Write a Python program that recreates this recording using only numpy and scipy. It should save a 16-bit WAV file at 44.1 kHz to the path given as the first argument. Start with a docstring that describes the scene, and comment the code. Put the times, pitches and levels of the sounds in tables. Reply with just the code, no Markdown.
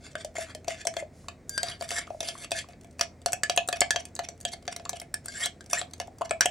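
"""A metal utensil stirs egg into batter in a ceramic mug, close by in a small kitchen, over a faint appliance hum.
First the metal scrapes over the glaze among dull knocks, which sound the air in the mug, and plops of trapped air.
A hand then rustles past; a clink at 1.5 s sets the freed wall singing, and another rustle comes among longer drags.
From 3 s the knocks are louder, joined by quick whistling swipes and a few short clinks.
Stick-slip squeals, heard earlier as well, return at 5.4-5.8 s; knocks, swipes, a drag and clinks end the stirring."""
import sys
import numpy as np
from scipy import signal
from scipy.fft import rfft, irfft
from scipy.io import wavfile
from scipy.ndimage import map_coordinates

SR = 44100
rng = np.random.default_rng(int(sys.argv[2]) if len(sys.argv) > 2 else 0)


def log_audio(samples):
    """Write samples as a 16-bit WAV file to the path given in sys.argv[1]."""
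    # one column per channel
    frames = np.atleast_2d(samples).T
    # limit to full scale, then quantise
    limited = np.clip(frames, -1, 1)
    pcm = np.round(limited * 32767).astype(np.int16)
    wavfile.write(sys.argv[1], SR, pcm)


N = 286650
AGE = np.arange(SR // 3) / SR   # time since a contact (s)

# Event and colour levels below are relative: the functions add their own trims.
# damped knocks on the mug: (time [s], bright click level [dB], click slope [dB/octave],
# mid-range clack level [dB], hollow thud level [dB])
KNOCKS = [(0.13, -60, -3, -75, -68), (0.247, -37, -3, -53, -57), (0.354, -53, 12, -46.5, -37.5),
          (0.383, -39.5, 0, -56, -28.5), (0.549, -39, 4, -48.5, -38.5), (0.645, -53, 3, -56, -50.5),
          (0.681, -32.5, 1, -39, -26.5), (0.851, -37.5, -3, -57.5, -44), (0.87, -24, 4.5, -33, -27.5),
          (0.939, -49, 13, -48, -55), (0.967, -39.5, 7, -34.5, -27.5), (1.284, -39, 0, -43, -43),
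          (1.631, -26, -4, -38.5, -29), (1.684, -34, -14, -66, -41), (1.81, -39, 0.5, -44, -31.5),
          (1.823, -39.5, 7, -38, -40), (1.89, -36.5, 1, -53, -60), (1.906, -34, 4, -35.5, -51),
          (1.915, -37, 4, -39.5, -34.5), (2.07, -60, 0, -54, -48), (2.103, -60.5, 6, -55.5, -66),
          (2.205, -31, 0, -36, -33), (2.229, -39.5, 5, -42, -36.5), (2.286, -31, -3, -47, -39),
          (2.508, -41, 8, -48, -49), (2.517, -28, -4.5, -34, -28), (2.687, -54, 9, -59, -48.5),
          (2.733, -68, -9, -57, -55), (2.814, -66, -2, -81, -72), (2.845, -55.5, 15, -57.5, -51.5),
          (2.91, -59, -2, -80, -70), (2.994, -37, 13, -36.5, -39), (3.01, -20.5, -3.5, -28, -29.5),
          (3.217, -55, -1, -67, -59), (3.26, -23, -0.5, -35, -24), (3.321, -33, 8, -48, -45),
          (3.331, -23, 10, -34, -30.5), (3.497, -23.5, -9.5, -33.5, -25), (3.562, -31, 22, -46, -43),
          (3.575, -24.5, 0, -21, -20.5), (3.6759, -36, 17, -65, -65), (3.687, -27.5, 19, -29, -27),
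          (3.727, -32.5, 9, -27, -27), (3.8062, -17, -0.5, -43, -39), (3.816, -34, 5, -20, -22.5),
          (3.96, -30, -2, -27, -26.5), (4.053, -40.5, 4.5, -50.5, -62), (4.152, -37, 8, -63, -65),
          (4.163, -43, 5, -49, -56), (4.191, -35, 3, -33.5, -28), (4.287, -35.5, 0.5, -50, -41),
          (4.403, -49.5, 23, -63, -66), (4.411, -43, 13, -60, -55), (4.451, -28, -5.5, -34, -31.5),
          (4.534, -40, -11, -49, -39.5), (4.625, -57, 1, -63, -57), (4.653, -57, 4, -57, -66),
          (4.678, -36.5, -5, -35.5, -30.5), (4.763, -35, 9, -44, -43.5), (4.797, -57, 6, -50, -42.5),
          (4.852, -41, -5, -46.5, -45), (4.893, -27, 13, -39.5, -44.5), (4.931, -47, 4, -42, -34.5),
          (4.999, -38, 6, -55.5, -68), (5.016, -42, 11, -46, -42.5), (5.258, -35.5, 10, -48.5, -53),
          (5.458, -25.5, 10, -37, -36), (5.661, -50, 5, -67, -60), (5.7, -43, 8, -52, -54),
          (5.731, -22, -0.5, -27, -29), (5.814, -34.5, -15, -39.5, -33), (5.91, -55, 1, -68, -68),
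          (5.935, -40, 0.5, -53, -59), (6.0, -35, 6, -36.5, -31.5), (6.073, -54, 6.5, -61, -55),
          (6.184, -51, 18.5, -58, -67), (6.2103, -49, 14, -46, -26.5), (6.217, -45.5, 0, -46, -31),
          (6.294, -46, 7, -49.5, -66), (6.309, -30, 18, -27, -23), (6.4572, -22, 3.5, -27, -22)]
# resonances of metal against the filled mug, well damped: (frequency [Hz], width [Hz], level [dB])
BODY_RESONANCES = [(1150, 400, 0), (1604, 80, 0), (1723, 80, 1), (2100, 200, 2), (2330, 150, 2),
                   (2530, 150, 3), (3200, 190, 0), (3470, 200, 1), (3800, 200, 1), (4440, 260, 3),
                   (4730, 140, 3), (5250, 300, 0), (5870, 280, 4), (6400, 250, -1), (7330, 280, 5),
                   (7900, 300, 2), (8630, 260, 0), (9850, 450, -4)]
# colour of the contact noise: (frequency [Hz], level per Hz [dB])
CONTACT_COLOUR = [(150, -53.5), (330, -16.5), (500, -8.5), (900, -0.5), (2000, -7), (3500, -4.5),
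                  (7500, 0.5), (9500, -1.5), (11500, -1), (14000, -4.5), (16000, -8)]
# note of the air above the batter, lower while a hand is close to the mug: (time [s], frequency [Hz])
AIR_NOTE = [(0, 634), (1.05, 661.3), (1.7, 679.5), (3, 686.7), (6.5, 694)]
# bumps of the damped mug and batter with the air: (multiple of the air note [1], level [dB], t60 [s])
BUMP_MODES = [(0.682, -11.5, 0.026), (0.839, -2.5, 0.023), (1.5, -4.5, 0.0087)]
AIR_WOBBLE, AIR_SWELL_T60_S = 0.029, 0.031   # share of pitch; decay of the first swell
AIR_LINGER, AIR_LINGER_T60_S = 0.15, 0.11   # share and decay of the lingering note
# the handle splits the lowest wall mode in two: (lower frequency [Hz], upper frequency [Hz])
TWIN_HZ = (1606, 1713.4)

# ringing clinks on the wall: (time [s], bright click level [dB], ring level [dB], t60 [s],
# share of the lower twin mode [0-1])
CLINKS = [(0.1539, -44, -34, 0.017, 1), (1.494, -31, -50, 0.71, 1), (1.578, -29.5, -28, 0.11, 1),
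          (3.434, -25, -25, 0.05, 0), (3.9067, -22.5, -23.5, 0.055, 0), (5.141, -27, -34.5, 0.036, 0),
          (5.283, -37, -40, 0.13, 0.86), (5.6079, -49.5, -48.5, 0.05, 0.86), (6.408, -17, -21, 0.06, 1),
          (6.419, -45, -30.5, .035, 0.3)]
# higher modes of the wall: (frequency [Hz], level [dB], t60 as a share of the clink's t60 [1])
WALL_MODES = [(3117, -21, .7), (3542, -17, .6), (4554, -18, .7), (4727, -4, .65), (6051, -15, .45),
              (7355, -11, .5), (8624, -8, .35)]
# bare metal on the wall, brighter the more it clicks rather than rings
CLINK_DB_PER_OCTAVE, CLINK_BRIGHTENING = 2, 0.78

# drags over the glaze: (time of greatest strength [s], rise [s], fall [s], level [dB],
# brightness [dB/octave], first note [Hz], last note [Hz])
DRAGS = [(.064, 0.061, 0.061, -44, -3.5, 1480, 1900), (.12, 0.019, 0.022, -51.5, 0, 1670, 1900),
         (.212, 0.039, 0.032, -41, -6, 1920, 2110), (.367, 0.018, 0.04, -36, -8.5, 1566, 1770),
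         (.425, 0.075, 0.055, -35.5, 1, 1590, 2030), (.515, 0.077, .03, -43.5, -7.5, 1580, 1900),
         (.703, 0.035, 0.11, -36, -3.5, 1620, 1780), (.818, 0.061, 0.028, -41.5, -6, 1440, 1900),
         (1.0, 0.051, 0.044, -40.5, -1, 2000, 2190), (1.558, 0.079, 0.065, -45, 7, 1580, 1700),
         (1.7, 0.11, 0.089, -37, -6, 2300, 2000), (1.845, 0.049, 0.052, -42, -1.5, 1700, 2010),
         (1.986, 0.11, .045, -29.5, -2, 1700, 1940), (2.02, 0.027, 0.058, -43.5, -12, 2000, 2100),
         (2.287, 0.08, 0.07, -33.5, -1.5, 2400, 2100), (2.365, 0.031, .05, -55, -15, 2040, 2200),
         (2.448, 0.12, 0.013, -39, 2, 2180, 2700), (2.59, 0.074, 0.053, -31, 0, 1598, 1950),
         (2.71, 0.036, .04, -54.5, -7, 1260, 1300), (3.032, 0.034, 0.027, -35.5, -2, 3100, 2900),
         (4.535, 0.022, 0.018, -31.5, 0.5, 3400, 2950), (5.368, 0.13, 0.092, -41, 1, 1620, 1750),
         (5.437, 0.064, 0.0255, -29, 0, 1756, 2090), (5.465, 0.037, 0.025, -30.5, -1, 3060, 3500),
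         (5.712, 0.02, 0.074, -37.5, 8, 1700, 1800), (5.752, 0.03, .044, -30.5, -4, 1600, 1790),
         (5.793, 0.042, 0.054, -31.5, -1.5, 1700, 1997), (6.43, .016, 0.034, -32, -19, 1650, 1750)]
# quick swipes along the wall: (time of greatest strength [s], level [dB])
SWIPES = [(3.288, -40), (3.524, -40), (3.77, -36.5), (4.008, -35), (4.251, -37.5), (4.489, -37.5),
          (4.73, -37), (4.97, -35.5), (6.019, -40.5), (6.26, -39.5)]
SWIPE_RISE_S, SWIPE_FALL_S, SWIPE_START_HZ, SWIPE_DB_PER_OCTAVE = 0.021, 0.0091, 3000, -3
# colour of the rasp: (frequency [Hz], level per Hz [dB])
RASP_COLOUR = [(150, -43), (330, -19), (500, -7), (900, -11), (1700, -3), (2500, -6.5), (3500, -4.5),
               (5700, -3.5), (8000, -5), (10500, 5)]
# partials of the rubbed metal, roughened by slipping: (multiple of its note [1], width [Hz], level [dB])
METAL_PARTIALS = [(1, 219.3, 0), (1.981, 514, -19), (2.751, 632, -27.5), (4.303, 567, 4)]
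# harder pressure makes the metal sing: its gain at a reference stroke level, and extra dB per dB above it
SING_DB, SING_GROWTH, RASP_REFERENCE_DB = -9, 0.1, -32
SLIDE = 0.0392   # shift of the damped resonances over one stroke, as a share of their pitch
# wall modes that rubbing keeps alive: (frequency [Hz], level [dB])
RUBBED_MODES = [(2170, -3), (3542, -0.5), (4727, -5.5), (7330, 0.5), (8624, -5)]
RUBBED_DB, RUBBED_T60_S = -8.5, 0.12

# squeals of sticking and slipping metal: (time of greatest loudness [s], length [s], level [dB],
# first note [Hz], last note [Hz])
SQUEALS = [(.41, 0.057, -54, 3470, 3500), (.425, 0.072, -48, 1670, 1734), (.71, 0.039, -56, 3610, 3630),
           (.815, .04, -52, 1640, 1740), (1.0, 0.035, -41.5, 2100, 2186), (1.72, 0.036, -43, 3400, 3110),
           (1.975, 0.053, -34, 1670, 1852), (1.987, 0.025, -30.5, 7300, 7260), (2.0, .03, -46, 2020, 1990),
           (2.3, .035, -42, 3370, 2985), (2.442, 0.034, -46, 2600, 2680), (2.565, .055, -34.5, 1606, 1846),
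           (2.595, 0.039, -41, 3150, 3350), (5.365, .06, -38, 1595, 1720), (5.42, 0.059, -40.5, 1704, 2050),
           (5.436, 0.031, -28.5, 3060, 3500), (5.37, 0.059, -39, 7500, 7500),
           (5.435, 0.035, -29.5, 7580, 7330), (5.447, .04, -32, 3730, 4120), (5.462, .04, -35, 3400, 3100),
           (5.775, 0.05, -34.5, 1676, 1873), (5.785, 0.068, -31.5, 7380, 7800)]
SWIPE_WHISTLE_HZ, SWIPE_WHISTLE_DB = 5770, -6.5   # the level is relative to the swipe's own
# singing of the rubbed wall while the hand is off the mug: (time [s], level [dB])
WALL_SONG = [(1.495, -58), (1.55, -31.5), (1.59, -44), (1.66, -41), (1.75, -54), (1.8, -75)]
# wall modes that sing then: (frequency [Hz], level [dB])
SINGING_MODES = [(1604, -4.5), (3542, -24), (4729, -5), (6051, -16), (8624, -27)]

# air pockets opening in the batter: (time [s], level [dB], settled pitch [Hz])
PLOPS = [(.154, -36, 635), (0.247, -34.5, 618), (0.6785, -35, 707), (0.853, -33.5, 670), (1.025, -34, 597),
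         (1.243, -59, 1070), (1.284, -40.5, 1110), (2.076, -46.5, 1215), (2.105, -32, 674),
         (2.147, -40.5, 630), (2.353, -43.5, 1091), (2.446, -49.5, 1210), (2.643, -50, 1090),
         (3.945, -38.5, 690), (4.86, -40.5, 1110), (6.025, -40.5, 693), (6.08, -42, 716),
         (6.2117, -29.5, 757), (6.2179, -28.5, 1036)]
# a hand brushing past, a faint high rustle: (middle time [s], length [s], level [dB])
BRUSHES = [(1.204, 0.16, -63), (2.156, 0.17, -63.5)]
# colour of the brushing: (frequency [Hz], level per Hz [dB])
BRUSH_COLOUR = [(900, -18), (3000, -15), (5000, -8), (8500, -9), (10600, -6), (12500, -14), (16000, -42)]

# one clear reflection from a nearby surface
ECHO_S, ECHO_DB = 0.0115, -24
# kitchen reverberation: (band centre [Hz], t60 [s], level [dB])
ROOM_BANDS = [(197, 0.41, -22.5), (510, 0.04, 14.5), (650, 0.24, 3), (930, 0.59, -10), (1720, 0.11, 6.5),
              (2220, 0.18, 8), (3020, 0.14, 8), (4200, 0.19, -2.5), (5740, 0.17, -1), (8500, 0.15, -3),
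              (12750, .039, 0.5)]
# the two microphone ports: (frequency [Hz], left lead [rad], left minus right level [dB])
PORTS = [(100, 0, 0), (400, -.2, .5), (630, -.5, 3.4), (720, -.5, 2.6), (1250, -.25, 0), (2400, -.5, 1.5),
         (3600, -.1, 0), (6000, .4, -.5), (8000, 1.05, 0), (11000, 2.6, 0), (15000, 3.1, 0)]
# appliance hum before its waver: (frequency [Hz], rms level [dB])
HUM = [(82.5, -58), (119.5, -82.5), (251, -66)]
# colour of the quiet kitchen: (frequency [Hz], level per Hz [dB])
QUIET_COLOUR = [(20, -38), (45, -1), (75, -9), (105, -0.5), (250, -7.5), (400, -10), (680, -14),
                (1000, -29), (2200, -26), (2900, -39), (4000, -36.5), (8500, -38), (12000, -54.5),
                (16000, -47.5)]
CUTOFF_HZ = 16500


def from_db(db):
    """A level in decibels corresponds to an amplitude ratio."""
    return 10 ** (np.asarray(db) / 20)


def rms_one(x):
    """Normalisation of the mean power sets the rms to 1."""
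    return x / np.sqrt(np.mean(x ** 2) + 1e-20)


def onset_one(x):
    """Normalisation of the onset power sets the rms of the first 10 ms to 1."""
    return x / np.sqrt(np.mean(x[:SR // 100] ** 2) + 1e-20)


def at_hz(points, hz, axis=1):
    """A tabulated response is interpolated linearly in log frequency."""
    table = np.array(points)
    return np.interp(np.log(np.maximum(hz, 1)), np.log(table[:, 0]), table[:, axis])


def coloured(spectrum, size):
    """White noise weighted by a spectrum becomes coloured noise, here of rms 1."""
    hz = np.fft.rfftfreq(size, 1 / SR)
    white = rfft(rng.standard_normal(size))
    return rms_one(irfft(white * from_db(at_hz(spectrum, hz)), size))


def drift(rate, size):
    """Straight lines between unit-spread random values, `rate` per second, give a slow fluctuation."""
    steps = np.arange(size) * rate / SR
    return np.interp(steps, np.arange(4096), rng.standard_normal(4096))


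def fade(t60):
    """Linear damping gives exponential decay, 60 dB in t60 seconds."""
    return from_db(-60 * AGE / t60)


def mode(hz, t60):
    """A struck mode is an exponentially decaying sine."""
    return np.sin(2 * np.pi * hz * AGE) * fade(t60)


def tilted(sound, slope_db):
    """Brightness is a spectral slope in dB per octave about 5 kHz, level below 2.5 and above 9 kHz."""
    hz = np.fft.rfftfreq(2 * len(sound), 1 / SR)
    octaves = np.log2(np.clip(hz, 2500, 9000) / 5000)
    return irfft(rfft(sound, 2 * len(sound)) * from_db(slope_db * octaves))[:len(sound)]


def add(track, s, sound):
    """Sounds superpose linearly: mix one into a track at a given time."""
    start = int(np.clip(s * SR, 0, N - 1))
    track[start:start + len(sound)] += sound[:N - start]


def knocks(click_db=-1.0, clack_db=-1.5, thud_db=-1.5, wall_db=-3.5):
    """A damped impact excites contact noise and enclosed air, with a trace of the damped wall."""
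    out = np.zeros(N)
    for s, bright_db, slope_db, middle_db, hollow_db in KNOCKS:
        wall = rng.uniform(0, 0.59) * mode(TWIN_HZ[0], 0.12) + mode(TWIN_HZ[1], 0.055)
        contact = click(bright_db + click_db, slope_db, middle_db + clack_db)
        add(out, s, contact + from_db(middle_db + wall_db) * wall + from_db(hollow_db + thud_db) * thud(s))
    return out


def click(bright_db, slope_db, clack_db, t60=0.021, crack=2.3, crack_t60=0.0043, attack_s=0.00041):
    """Broadband contact force, a first touch then chatter, drives a bright click over a mid-range clack."""
    envelope = (fade(t60) + crack * fade(crack_t60)) * (1 - np.exp(-AGE / attack_s))
    force = coloured(CONTACT_COLOUR, len(AGE)) * envelope
    struck = body(force, spread_db=5.0, direct=0.64, detune=0.01)
    low = signal.sosfilt(signal.butter(4, 3400, "low", fs=SR, output="sos"), struck)
    high = signal.sosfilt(signal.butter(4, 3400, "high", fs=SR, output="sos"), struck)
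    return from_db(clack_db) * onset_one(low) + from_db(bright_db) * onset_one(tilted(high, slope_db))


def body(force, spread_db, direct, detune=0.016):
    """Place of contact and shifting batter alter the strength and pitch of damped resonances."""
    out = direct * force
    chances = rng.standard_normal((len(BODY_RESONANCES), 3))   # strength, sign, pitch
    for (hz, width, level_db), chance in zip(BODY_RESONANCES, chances):
        radius = np.exp(-np.pi * width / SR)
        angle = 2 * np.pi * hz * (1 + detune * chance[2]) / SR
        zeros = np.array([1, 0, -1]) * (1 - radius ** 2) / 2
        poles = [1, -2 * radius * np.cos(angle), radius ** 2]
        ringing = signal.lfilter(zeros, poles, force + 1e-18)
        out = out + from_db(level_db + spread_db * chance[0]) * np.sign(chance[1]) * ringing
    return out


def thud(s):
    """A cavity resonance swells, then dies as a hollow note that the moving batter unsettles."""
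    pitch = np.interp(s, *np.transpose(AIR_NOTE)) * (1 + 0.013 * rng.standard_normal())
    phase = 2 * np.pi * np.cumsum(pitch * (1 + AIR_WOBBLE * drift(84, len(AGE)))) / SR
    note = np.sin(phase) * (fade(AIR_SWELL_T60_S) + AIR_LINGER * fade(AIR_LINGER_T60_S))
    bump = 0
    for ratio, db, t60 in BUMP_MODES:
        shift = 1 + 0.05 * rng.standard_normal()
        # modes above the air note start in opposite phase
        bump = bump + np.sign(1 - ratio) * from_db(db) * mode(ratio * pitch * shift, t60)
    return onset_one((note + bump) * (1 - np.exp(-AGE / 0.005)))


def clinks(click_db=0.0, clack_db=-10.0, ring_db=0.0, thud_db=-16.5):
    """Modal excitation depends on position: where the wall is struck decides which twin mode sings."""
    out = np.zeros(N)
    for s, bright_db, wall_db, t60, lower in CLINKS:
        slope_db = CLINK_DB_PER_OCTAVE + CLINK_BRIGHTENING * (bright_db - wall_db)
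        ring = onset_one(lower * mode(TWIN_HZ[0], t60) + (1 - lower) * mode(TWIN_HZ[1], t60))
        for hz, db, life in WALL_MODES:
            gain = from_db(db + 2.5 * rng.standard_normal()) * np.sqrt(2)
            ring = ring + gain * mode(hz, t60 * life)
        contact = click(bright_db + click_db, slope_db, wall_db + clack_db)
        add(out, s, contact + from_db(wall_db + ring_db) * (ring + from_db(thud_db) * thud(s)))
    return out


def scrapes(level_db=-2.0, start_db=-16.5, end_db=-29.5, judder_db=1.5, air_db=-14.0, wall_db=-14.0,
            dulling_db=2.5, top_hz=10800):
    """Frictional slips drive mug and air; the metal's own note glides as the contact moves along it."""
    out, size = np.zeros(N), len(AGE)
    soften = signal.butter(8, top_hz, fs=SR, output="sos")
    for s, rise, fall, db, slope_db, from_hz, to_hz in strokes():
        length = rise + fall
        progress = np.clip(AGE / length, 0, 1)
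        swell_db = np.interp(AGE, [0, rise, length], [start_db, 0, end_db])
        pressure = from_db(swell_db + judder_db * drift(115.3, size))
        touching = np.clip(np.minimum(AGE, length - AGE) / 0.0072, 0, 1)
        slips = coloured(RASP_COLOUR, size) * grit()
        # reading the rasp at a changing speed slides its resonances
        speed = 1 + np.sign(to_hz - from_hz) * SLIDE * (progress - 0.5)
        resonant = body(slips, spread_db=3.0, direct=0.4)
        sliding = map_coordinates(resonant, [np.cumsum(speed)], order=3, mode="mirror")
        rasp = signal.sosfilt(soften, sliding)
        # the rasp dulls as the stroke slows down
        bright = rms_one(tilted(rasp, slope_db + dulling_db))
        dull = rms_one(tilted(rasp, slope_db - dulling_db))
        rasp = (1 - progress) * bright + progress * dull
        air = rms_one(signal.fftconvolve(slips, thud(s))[:size])
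        twins = sum(mode(hz, 0.97) for hz in TWIN_HZ)
        wall = rms_one(signal.fftconvolve(slips, twins)[:size])
        sing = metal_song(from_hz + (to_hz - from_hz) * progress ** 2, top_hz)
        stroke = rasp + from_db(SING_DB + SING_GROWTH * (db - RASP_REFERENCE_DB)) * sing
        stroke = stroke + from_db(air_db) * air + from_db(wall_db) * wall
        stroke = stroke + from_db(RUBBED_DB) * rubbed_wall(slips)
        add(out, s - rise, from_db(db + level_db) * pressure * touching * stroke)
    return out


def strokes():
    """Drags and swipes share one friction law: list both with the columns of DRAGS."""
    swipes = [(s, SWIPE_RISE_S, SWIPE_FALL_S, db, SWIPE_DB_PER_OCTAVE, SWIPE_START_HZ, 0.9 * SWIPE_START_HZ)
              for s, db in SWIPES]
    return list(DRAGS) + swipes


def grit(per_s=200, lift=1.5, t60=0.005):
    """Irregular asperities catch the metal at uneven moments, each a tiny burst over the even rubbing."""
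    catches = (rng.random(len(AGE)) < per_s / SR) * rng.uniform(0.3, 2, len(AGE))
    return rms_one(1 + lift * signal.fftconvolve(catches, fade(t60))[:len(AGE)])


def metal_song(note, top_hz):
    """Random modulation by slipping broadens each partial of the rubbed metal."""
    phase = 2 * np.pi * np.cumsum(note) / SR
    out = np.zeros(len(AGE))
    for ratio, width, db in METAL_PARTIALS:
        audible = ratio * note < top_hz
        out += from_db(db) * drift(width, len(AGE)) * np.cos(ratio * phase) * audible
    return out


def rubbed_wall(slips):
    """Sustained excitation keeps higher wall modes ringing as faint, steady streaks in the rasp."""
    out = np.zeros(len(slips))
    for hz, db in RUBBED_MODES:
        ringing = signal.fftconvolve(slips, mode(hz, RUBBED_T60_S))[:len(slips)]
        out += from_db(db) * rms_one(ringing)
    return rms_one(out)


def squeals(level_db=-1.0, wobble_hz=75, rough=0.66, rough_per_s=450):
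    """Stick-slip locks briefly onto one note, unsteady in pitch and strength; every swipe whistles too."""
    out, size = np.zeros(N), len(AGE)
    whistles = [(s - SWIPE_FALL_S / 2, SWIPE_RISE_S, db + SWIPE_WHISTLE_DB, SWIPE_WHISTLE_HZ, SWIPE_WHISTLE_HZ)
                for s, db in SWIPES]
    for s, length, db, from_hz, to_hz in list(SQUEALS) + whistles:
        progress = np.clip(AGE / length, 0, 1)
        # the wobble is wobble_hz at 2 kHz
        wobble = wobble_hz * np.sqrt(from_hz / 2000) * drift(rough_per_s, size)
        note = from_hz + (to_hz - from_hz) * progress + wobble
        strength = 1 + rough * drift(rough_per_s, size)
        tone = rms_one(strength * np.sin(2 * np.pi * np.cumsum(note) / SR))
        add(out, s - length / 2, from_db(db + level_db) * np.sin(np.pi * progress) ** 2 * tone)
    return out


def wall_song():
    """Friction replaces the energy lost by the undamped wall, so its modes keep ringing."""
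    t = np.arange(N) / SR
    level = from_db(np.interp(t, *np.transpose(WALL_SONG), left=-np.inf, right=-np.inf))
    song = sum(from_db(db + 4.2 * drift(60, N)) * np.sin(2 * np.pi * hz * t) for hz, db in SINGING_MODES)
    return level * song


def plops(level_db=0.0, overshoot=1.0, settle_s=0.00025, cycles=16.4):
    """An air pocket opening into the mug resonates: its note starts high and drops at once."""
    out = np.zeros(N)
    for s, db, hz in PLOPS:
        phase = 2 * np.pi * np.cumsum(hz * (1 + overshoot * np.exp(-AGE / settle_s))) / SR
        note = np.sin(phase) * fade(cycles / hz) * (1 - np.exp(-AGE / 0.0013))
        add(out, s, from_db(db + level_db) * onset_one(note))
    return out


def batter(per_s=28.0, spread_db=4.5):
    """Adhesive films part at random: sticky batter leaves the moving metal with tiny wet ticks."""
    moving = np.zeros(N)
    for s, *_ in KNOCKS:
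        add(moving, s - 0.06, np.hanning(SR // 8))
    happens = rng.random(N) < per_s / SR
    sizes = from_db(spread_db * np.clip(rng.standard_normal(N), -2, 2)) * happens
    tick = from_db(-64) * onset_one(coloured(CONTACT_COLOUR, len(AGE)) * fade(0.01))
    return signal.fftconvolve(sizes * np.minimum(moving, 1), tick)[:N]


def brushes():
    """Soft friction radiates broadband noise: skin slides past the mug."""
    out = np.zeros(N)
    for s, length, db in BRUSHES:
        swell = np.sqrt(np.abs(np.sin(np.pi * np.clip(AGE / length, 0, 1))))
        add(out, s - length / 2, from_db(db) * swell * coloured(BRUSH_COLOUR, len(AGE)))
    return out


def reflection(x):
    """A plane surface returns a delayed, weaker copy of the sound."""
    out = np.zeros(N)
    add(out, ECHO_S, from_db(ECHO_DB) * x)
    return out


def kitchen(x, build_s=0.00017):
    """Diffuse reflections build up quickly and decay at a rate that depends on frequency."""
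    hz = np.fft.rfftfreq(len(AGE), 1 / SR)
    white = rfft(rng.standard_normal(len(AGE)))
    centres = np.array(ROOM_BANDS)[:, 0]
    tail = 0
    # each row of the identity selects one band, crossfaded into its neighbours
    for weights, (_, t60, db) in zip(np.eye(len(centres)), ROOM_BANDS):
        band = irfft(white * at_hz(np.c_[centres, weights], hz), len(AGE))
        tail = tail + from_db(db) * band * fade(t60)
    tail = tail * (1 - np.exp(-(AGE / build_s) ** 2))
    return signal.fftconvolve(x, tail / np.sqrt(np.sum(tail ** 2)))[:N]


def ports(x):
    """Spaced receivers differ in phase and level: each port takes half the difference."""
    hz = np.fft.rfftfreq(2 * N, 1 / SR)
    tilt = np.exp(0.5j * at_hz(PORTS, hz)) * from_db(at_hz(PORTS, hz, axis=2) / 2)
    return irfft(rfft(x, 2 * N) * np.array([tilt, 1 / tilt]))[:, :N]


def background(quiet_db=-53.0, side_db=-18.5, waver=0.26):
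    """Stationary noise gives soft rumble and hiss; hum tones waver in amplitude and phase."""
    t = np.arange(N) / SR
    hum = np.zeros(N)
    for hz, db in HUM:
        strength = from_db(db) * np.sqrt(2) * (1 + waver * drift(7.7, N))
        hum += strength * np.sin(2 * np.pi * hz * t + drift(5.6, N))
    middle = coloured(QUIET_COLOUR, N)
    side = coloured(QUIET_COLOUR, N) * np.array([[1], [-1]])   # opposite in the two channels
    return hum + from_db(quiet_db) * (middle + from_db(side_db) * side)


def scene(room_db=-12.5, wide_db=-13.0):
    """Direct sound, reflections and background superpose."""
    mug = knocks() + clinks() + scrapes() + squeals() + wall_song() + plops() + batter() + brushes()
    diffuse = np.array([kitchen(mug), kitchen(mug)])   # independent left and right
    central = mug + reflection(mug) + from_db(room_db) * kitchen(mug)
    return ports(central) + from_db(wide_db) * diffuse + background()


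def record(dry):
    """An elliptic low-pass filter limits the bandwidth steeply."""
    return signal.sosfilt(signal.ellip(10, 0.1, 80, CUTOFF_HZ, fs=SR, output="sos"), dry)


dry = scene()
out = record(dry)
log_audio(out)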